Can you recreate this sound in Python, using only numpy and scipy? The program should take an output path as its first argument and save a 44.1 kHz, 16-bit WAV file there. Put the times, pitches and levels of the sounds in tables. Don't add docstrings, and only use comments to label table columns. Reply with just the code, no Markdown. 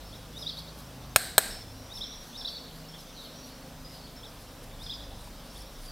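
import sys
import numpy as np
from scipy import signal
from scipy.fft import rfft, irfft, next_fast_len
from scipy.io import wavfile
from scipy.ndimage import uniform_filter1d, map_coordinates

SR = 44100
rng = np.random.default_rng(int(sys.argv[2]) if len(sys.argv) > 2 else 0)


def store_pcm(level_fs):
    pcm = np.round(np.clip(level_fs, -1, 1) * 32767).astype(np.int16)
    wavfile.write(sys.argv[1], SR, np.atleast_2d(pcm).T)


def amplitude_ratio(level_db):
    exponent = np.asarray(level_db, float) / 20
    return 10 ** exponent


N = 260631

# [f/Hz, density/dB per Hz]
AIR_COLOUR = [(12, -25), (20, -21), (49, -4.5), (95, -9.5), (208, -8), (260, -7.5), (374, -14), (537, -8.5),
              (635, -11), (1510, -18), (1940, -22), (5290, -24), (6800, -27.5), (11900, -29.5),
              (15700, -29.5)]
# [t/s, turning rate of one cycle/Hz, load/dB]
ENGINE_IDLE = [(0, 24.93, -47), (.35, 26.34, -48.5), (1.0, 26.45, -50), (1.6, 26.04, -51),
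               (2.2, 26.16, -57.5), (3.1, 26.52, -63), (3.6, 26.14, -52), (4.7, 25.53, -55.5),
               (5.1, 25.87, -47), (5.45, 24.2, -54), (5.62, 24.17, -45), (5.91, 24.06, -73)]
# [t/s, strength/dB, thud/dB, brightness/dB per octave]
HANDLE_TAPS = [
    (1.161, 4.46, -15.5, 2.9),
    (1.3807, 5.5, -37, 4.5),
]


def unit(x):
    return x / np.sqrt(np.mean(x ** 2) + 1e-20)


def along(points, hz):
    f, v = np.transpose(points)
    return np.interp(np.log(hz + 1), np.log(f + 1), v)


def curves(rows):
    s, *cols = np.transpose(rows)
    return [np.interp(np.arange(N) / SR, s, c) for c in cols]


def wobble(rate):
    s = np.arange(0, N + 32, 32) / SR
    knots = rng.standard_normal(int(N * rate / SR) + 4)
    return np.interp(np.arange(N) / SR, s, map_coordinates(knots, [s * rate]))


def filtered(x, response):
    m = next_fast_len(len(x) + 8192)
    return irfft(rfft(x, m) * response(np.fft.rfftfreq(m, 1 / SR)), m)[:len(x)]


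def rush(spectrum, patchy_db):
    z = signal.stft(rng.standard_normal(N), nperseg=512)[2]
    field = uniform_filter1d(rng.standard_normal(z.shape), size=5, axis=0)
    field = uniform_filter1d(field, size=12, axis=1)
    x = signal.istft(z * amplitude_ratio(patchy_db * unit(field)), nperseg=512)[1][:N]
    return unit(filtered(x, lambda hz: amplitude_ratio(along(spectrum, hz))))


def tail(decays):
    hz, t, z = signal.stft(rng.standard_normal(SR // 2), SR, nperseg=128)
    fading = z * amplitude_ratio(-60 * t / along(decays, hz)[:, None])
    h = signal.istft(fading, SR, nperseg=128)[1]
    return h / np.linalg.norm(h)


def add(track, x, s):
    part = track[round(s * SR):][:len(x)]
    part += x[:len(part)]


def room_tone():
    murmur_per_load = 0.04
    air = amplitude_ratio(-48.5) * rush(AIR_COLOUR, patchy_db=0.96)
    load_db = curves(ENGINE_IDLE)[1]
    low = filtered(air, lambda hz: 1 / (1 + (hz / 2500) ** 2))
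    swell_db = murmur_per_load * (load_db - np.mean(load_db)) - 0.65
    return air + low * (amplitude_ratio(swell_db) - 1)


def engine():
    # [order, level/dB]
    loaded_orders = [(2, -1), (4, -10.5), (3, -11.5)]
    # [order, level/dB]
    weak_orders = [(5, -63), (6, -61), (7, -63), (9, -64.5), (10, -69), (11, -65)]
    # [middle t/s, width/s, order, level/dB]
    booming_orders = [(.15, .15, 4, -61), (.6, 0.61, 6, -54), (.9, 0.15, 10, -54), (1.0, .3, 5, -50),
                      (1.7, 0.39, 4, -50.5), (1.7, .35, 3, -56), (1.78, 0.13, 10, -53),
                      (2.6, 0.39, 10, -55), (2.85, 0.71, 6, -52), (3.55, 0.6, 10, -53), (4.7, 0.75, 4, -55),
                      (5.45, 0.11, 10, -53.5)]
    # [t/s, level/dB]
    drone_levels = [(0, -54.5), (.9, -70), (1.6, -51), (2.4, -56), (3.4, -60.5), (4.2, -55), (5.15, -45.5),
                    (5.91, -54)]
    t = np.arange(N) / SR
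    cycle_hz, load_db = curves(ENGINE_IDLE)
    cycle_phase = 2 * np.pi * np.cumsum(cycle_hz) / SR
    orders = [(k, amplitude_ratio(load_db + db + 1.7 * wobble(7))) for k, db in loaded_orders]
    orders += [(k, amplitude_ratio(db + 3.15 * wobble(2.65))) for k, db in weak_orders]
    for s, width, k, db in booming_orders:
        orders.append((k, amplitude_ratio(db) * np.exp(-2 * ((t - s) / width) ** 2)))
    out = np.zeros(N)
    for k, gain in orders:
        phase = round(k) * cycle_phase + 0.89 * wobble(4) + 6 * rng.random()
        out += amplitude_ratio(1.5) * gain * np.sin(phase)
    drone_hz = 31.2 + 1.22 * wobble(2.396)
    drone_db = curves(drone_levels)[0] + 2.5 + 4.4 * wobble(10.0)
    return out + amplitude_ratio(drone_db) * np.sin(2 * np.pi * np.cumsum(drone_hz) / SR)


def sung(points, s, stretch, top_hz, db):
    floor_hz = 3100
    at, share, level_db = np.transpose(points)
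    at = at * stretch
    t = np.arange(at[0], at[-1], 1 / SR)
    hz = floor_hz + np.interp(t, at, share) * (top_hz - floor_hz)
    hz = uniform_filter1d(hz, size=60, mode="nearest")
    gain = amplitude_ratio(np.interp(t, at, level_db)) * signal.windows.tukey(len(t), .12)
    return s + t[0], hz, gain, db


def songs():
    # [t before the arch/s, pitch as share of the way up/0-1, level/dB]
    chirp_sweep = [
        (-.122, .09, -24),
        (-.1, .2, -15),
        (-.078, .33, -7),
        (-.073, .7, -14),
        (-.069, .98, -8),
        (-.044, 1.0, -12),
        (-.037, .5, -12),
        (-.031, .22, -3),
        (-.012, 0, -20),
    ]
    sweep_top = (4, 6)
    # [t/s, pitch as share of the way up/0-1, level/dB]
    chirp_arch = [
        (0, .14, -6),
        (.006, .31, 1.5),
        (.016, .58, 2),
        (.022, 1.0, -5),
        (.03, .6, -2),
        (.037, .3, 2),
        (.052, -.05, -22),
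    ]
    # [arch start t/s, level/dB, stretch/times, top f/Hz, crest f/Hz]
    full_chirps = [(.461, -35, 1.04, 5150, 4600), (2.007, -37, 1.0, 5400, 4200),
                   (2.444, -35, .99, 5400, 4550), (4.894, -37, .88, 5050, 4050)]
    # [arch start t/s, level/dB, stretch/times, first half/dB, crest f/Hz]
    short_chirps = [(.124, -49, 0.99, 3, 4000), (1.553, -56, .75, 19.5, 3800), (2.937, -48, 0.7, 6, 3700),
                    (4.065, -53, .9, -6, 4110), (4.23, -47.5, .9, 4, 4060), (5.552, -49.5, 0.7, 6, 3900)]
    # [start t/s, length/s, first f/Hz, last f/Hz, level/dB]
    bird_glides = [(0.36, .022, 5900, 5700, -54), (1.698, 0.16, 5600, 5800, -66),
                   (2.046, 0.087, 5860, 5530, -54.5), (2.217, 0.1, 6000, 6300, -63),
                   (2.952, 0.21, 6050, 6000, -64.5), (3.142, .055, 4690, 3620, -49),
                   (3.18, 0.043, 4430, 3520, -49.5), (3.217, .055, 3940, 2930, -51.5),
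                   (3.325, 0.057, 5380, 5860, -56.5), (3.411, 0.028, 4270, 4490, -58.5),
                   (3.834, 0.031, 5010, 4940, -53.5), (3.891, 0.074, 3560, 4750, -55),
                   (5.343, .05, 4980, 5300, -69), (5.393, 0.035, 3670, 3270, -54),
                   (5.642, 0.023, 5320, 5520, -59), (5.82, 0.063, 4700, 4880, -59),
                   (5.876, 0.028, 4864, 4480, -46)]
    short_top_hz, short_hold_s = 5400, .006
    notes = []
    for s, db, stretch, top_hz, crest_hz in full_chirps:
        notes.append(sung(chirp_sweep, s, stretch, top_hz, db))
        notes.append(sung(chirp_arch, s, stretch, crest_hz, db))
        notes.append(sung(chirp_sweep[slice(*sweep_top)], s, stretch, top_hz + 620, db - 11))
    top_s, *top_rest = chirp_sweep[4]
    held = [(top_s - short_hold_s, *top_rest)] + list(chirp_sweep[5:])
    for s, db, stretch, first_db, crest_hz in short_chirps:
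        start, hz, gain, _ = sung(held, s, stretch, short_top_hz, db)
        thin = amplitude_ratio(-12 * (hz < .9 * short_top_hz))
        notes.append((start, hz, amplitude_ratio(first_db) * gain * thin, db))
        notes.append(sung(chirp_arch, s, stretch, crest_hz, db))
    for s, length, first_hz, last_hz, db in bird_glides:
        u = np.linspace(0, 1, round(length * SR))
        hz = first_hz + (last_hz - first_hz) * u
        gain = amplitude_ratio(2.4 * u) * np.abs(np.sin(np.pi * u)) ** 0.23
        notes.append((s, hz, gain, db))
    return notes


def sparrows():
    # [f/Hz, time to fall 60 dB/s]
    yard_decay = [(2500, 0.26), (4000, 0.92), (7000, 0.27)]
    # [f/Hz, level/dB]
    window_path = [(2500, -8), (3100, -2), (3600, 1), (3950, 0), (4400, -10), (4900, -6), (5300, -1),
                   (12000, -4)]
    # [f/Hz, level/dB]
    wall_path = [(2500, -10), (3200, -8), (3600, -10), (4200, -4), (4700, 1), (5400, 1), (6200, 1)]
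    # [f/Hz, density/dB per Hz]
    flock_colour = [(2500, -18), (3100, -8), (3700, -7.5), (4500, -8), (5500, -8.5), (6200, -13),
                    (7000, -36)]
    # [t/s, level/dB]
    flock_levels = [(0, -58.5), (1.5, -60), (3, -56), (4.2, -61.5), (5.91, -57.5)]
    direct, wall, perches = np.zeros(N), np.zeros(N), np.zeros((4, N))
    unsteady = wobble(350)
    for k, (s, hz, gain, db) in enumerate(songs()):
        far = np.clip((-47 - db) / 10, 0, 1)
        hz = hz * (1 + (.006 + .012 * far) * np.resize(unsteady[round(s * SR):], len(hz)))
        phase = 2 * np.pi * np.cumsum(hz) / SR
        flutter_turns = 130 * np.arange(len(hz)) / SR + rng.random()
        flutter = 1 + 0.41 * np.sin(2 * np.pi * flutter_turns)
        voice = np.sin(phase) + amplitude_ratio(-35) * np.sin(2 * phase)
        note = amplitude_ratio(db + 5.5) * gain * flutter * voice
        add(direct, amplitude_ratio(-10 * far) * note, s)
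        add(wall, amplitude_ratio(-7) * note, s + .103)
        add(wall, amplitude_ratio(-15) * note, s + .206)
        add(perches[k % len(perches)], amplitude_ratio(1.7 * far) * note, s + .008)
    perches = perches * (1 + .9 * wobble(300))
    t = np.arange(SR // 30) / SR
    frame = amplitude_ratio(-31 - 60 * t / .035) * rng.standard_normal(len(t))
    direct = amplitude_ratio(-2.9) * (direct + signal.fftconvolve(direct, frame)[:N])
    yard = sum(signal.fftconvolve(perch, tail(yard_decay))[:N] for perch in perches)
    wall = wall + amplitude_ratio(4.5) * signal.fftconvolve(wall, frame)[:N] + amplitude_ratio(-6) * yard
    near = filtered(direct, lambda hz: amplitude_ratio(along(window_path, hz)))
    near += filtered(wall, lambda hz: amplitude_ratio(along(wall_path, hz)))
    return near + amplitude_ratio(curves(flock_levels)[0]) * rush(flock_colour, patchy_db=4.5)


def brush():
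    # [middle t/s, level/dB, width/s, brightest f/Hz]
    brush_strokes = [(0.151, -65, 0.24, 10200), (0.401, -54.5, 0.067, 10700), (0.589, -56.5, 0.044, 11100),
                     (0.799, -54.5, 0.052, 11800), (1.972, -54, 0.073, 10970), (2.264, -56, 0.092, 11350),
                     (2.389, -60, 0.086, 11000), (2.515, -57, 0.058, 11700), (2.765, -57, 0.057, 11930),
                     (3.008, -56.5, 0.06, 11470), (3.239, -57, 0.074, 11400), (3.474, -57.5, 0.047, 11700),
                     (3.696, -61, 0.038, 11420), (3.94, -58, 0.078, 11400), (4.416, -57, 0.056, 10800),
                     (4.638, -54, 0.021, 10760), (4.843, -55.5, 0.06, 9670), (5.237, -56, 0.088, 8800),
                     (5.461, -60, 0.04, 9160), (5.584, -53.5, 0.087, 10000), (5.73, -59.5, 0.033, 9080),
                     (5.847, -53.5, 0.088, 10200)]
    # [f/Hz, density/dB per Hz]
    rub_colour = [(1500, -20), (4000, 0), (7000, -7), (12000, -6), (16000, -18)]
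    out = np.zeros(N)
    t = np.arange(-SR // 4, SR // 4) / SR
    for s, db, width, peak_hz in brush_strokes:
        slips = rng.standard_normal(len(t)) * amplitude_ratio(7.4 * rng.standard_normal(len(t)))

        def colour(hz):
            resonance = np.exp(-(np.log((hz + 1) / peak_hz) / 0.13) ** 2)
            return amplitude_ratio(along(rub_colour, hz)) + 0.43 * resonance

        swell = np.exp(-1.4 * (t / (width / 2)) ** 2 / 2)
        stroke = amplitude_ratio(db) * swell * unit(filtered(slips, colour))
        start = max(0, s - .25)
        add(out, stroke[round((start - s + .25) * SR):], start)
    return out


def taps():
    # [f/Hz, level/dB, time to fall 60 dB/s]
    case_modes = [(484, -19.5, .03), (610, -22, 0.027), (780, -9, 0.02), (1720, -.5, 0.0093),
                  (2550, -5, 0.0048), (3300, -5.5, 0.0038), (4100, -1, 0.004), (5250, -8, 0.004),
                  (6850, -8.5, 0.0045), (8400, -.5, 0.004), (10200, -8, 0.0027), (12250, -6.5, 0.0036),
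                  (13250, -8, 0.0035), (14200, -15, .003)]
    # [delay/s, level/dB]
    near_echoes = [(.0041, -7), (.0064, -20), (.0085, -16), (.0115, -20)]
    # [f/Hz, time to fall 60 dB/s]
    room_decay = [(300, 0.34), (1600, 0.43), (4000, 0.49), (8400, 0.36), (15000, 0.33)]
    # [f/Hz, density/dB per Hz]
    room_colour = [(300, -9), (490, -6), (600, -6), (740, 2), (1000, -29), (2200, -8.5), (3300, -12.5),
                   (4600, -5.5), (6300, -14.5), (8300, -4.5), (10500, -10.5), (12800, -7.5), (15700, -18)]
    # [f/Hz, width/Hz, level/dB]
    case_rings = [(1600, 340, 1), (4040, 560, -6), (8270, 600, -2.5)]
    out, t = np.zeros(N), np.arange(SR // 20) / SR
    lean = signal.butter(6, 450, "highpass", fs=SR, output="sos")

    def wash_colour(hz):
        rings = sum(amplitude_ratio(g) / (1 + (2 * (hz - c) / w) ** 2) for c, w, g in case_rings)
        return amplitude_ratio(along(room_colour, hz)) + rings

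    for s, db, thud_db, tilt_db in HANDLE_TAPS:
        modes = np.zeros(len(t))
        for hz, mode_db, t60 in case_modes:
            bright_db = tilt_db * np.log2(hz / 3000)
            modes += amplitude_ratio(mode_db + bright_db - 60 * t / t60) * np.sin(2 * np.pi * hz * t)
        chatter = .09 * amplitude_ratio(-60 * t / .004) * rng.standard_normal(len(t))
        chatter[0] = 1
        thud = amplitude_ratio(thud_db - 60 * t / 0.014) * np.sin(2 * np.pi * 130 * t)
        ringing = signal.sosfilt(lean, signal.fftconvolve(chatter, modes)[:len(t)])
        blow = amplitude_ratio(db) * (ringing + thud)
        add(out, blow, s)
        for delay, echo_db in near_echoes:
            add(out, -amplitude_ratio(echo_db) * blow, s + delay)
        clutter = amplitude_ratio(-28 - 60 * t / .035) * rng.standard_normal(len(t))
        add(out, signal.fftconvolve(blow, clutter), s + .0025)
        wash = filtered(tail(room_decay), wash_colour)
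        add(out, amplitude_ratio(db + 6.5) * wash / np.linalg.norm(wash), s + 0.0056)
        boom = filtered(tail([(60, 1.0), (600, 0.55)]), lambda hz: amplitude_ratio(along(AIR_COLOUR, hz)))
        add(out, amplitude_ratio(db - 3.5) * boom / np.linalg.norm(boom), s + 0.011)
    return out


def ticks():
    # [t/s, f/Hz, level/dB, time to fall 60 dB/s]
    hand_knocks = [
        (5.193, 3600, -42, .006),
        (5.196, 218.8, -44, .02),
        (5.274, 990, -39, 0.022),
        (5.302, 328, -42, .02),
    ]
    out, t = np.zeros(N), np.arange(SR // 20) / SR
    for s, hz, db, t60 in hand_knocks:
        add(out, amplitude_ratio(db - 60 * t / t60) * np.sin(2 * np.pi * hz * t), s)
    return out


def scene():
    mono = room_tone() + engine() + sparrows() + brush() + taps() + ticks()
    return np.tile(mono, (2, 1))


def low_pass(x):
    return signal.sosfilt(signal.butter(12, 15840, fs=SR, output="sos"), x)


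def record(dry):
    t, duck_db = np.arange(N) / SR, np.zeros(N)
    for s, *_ in HANDLE_TAPS:
        age = np.maximum(t - s, 0)
        dive = 1 - np.exp(-age / 0.003)
        recovery = np.exp(-(age / 0.094) ** 1.05)
        duck_db -= 16 * dive * recovery
    x = dry * amplitude_ratio(duck_db)
    x = x / (1 + np.abs(x) ** 8) ** (1 / 8)
    x = signal.sosfilt(signal.butter(6, 15700, fs=SR, output="sos"), x)
    hiss_colour = [(50, -10.0), (300, 0.0), (1500, -4.5), (6000, -3.5), (16000, -1.5)]  # f/Hz, dB per Hz
    hiss = amplitude_ratio(-62.5) * rush(hiss_colour, patchy_db=-2.5)
    return low_pass(x + [hiss, -hiss])


dry = scene()
out = record(dry)
store_pcm(out)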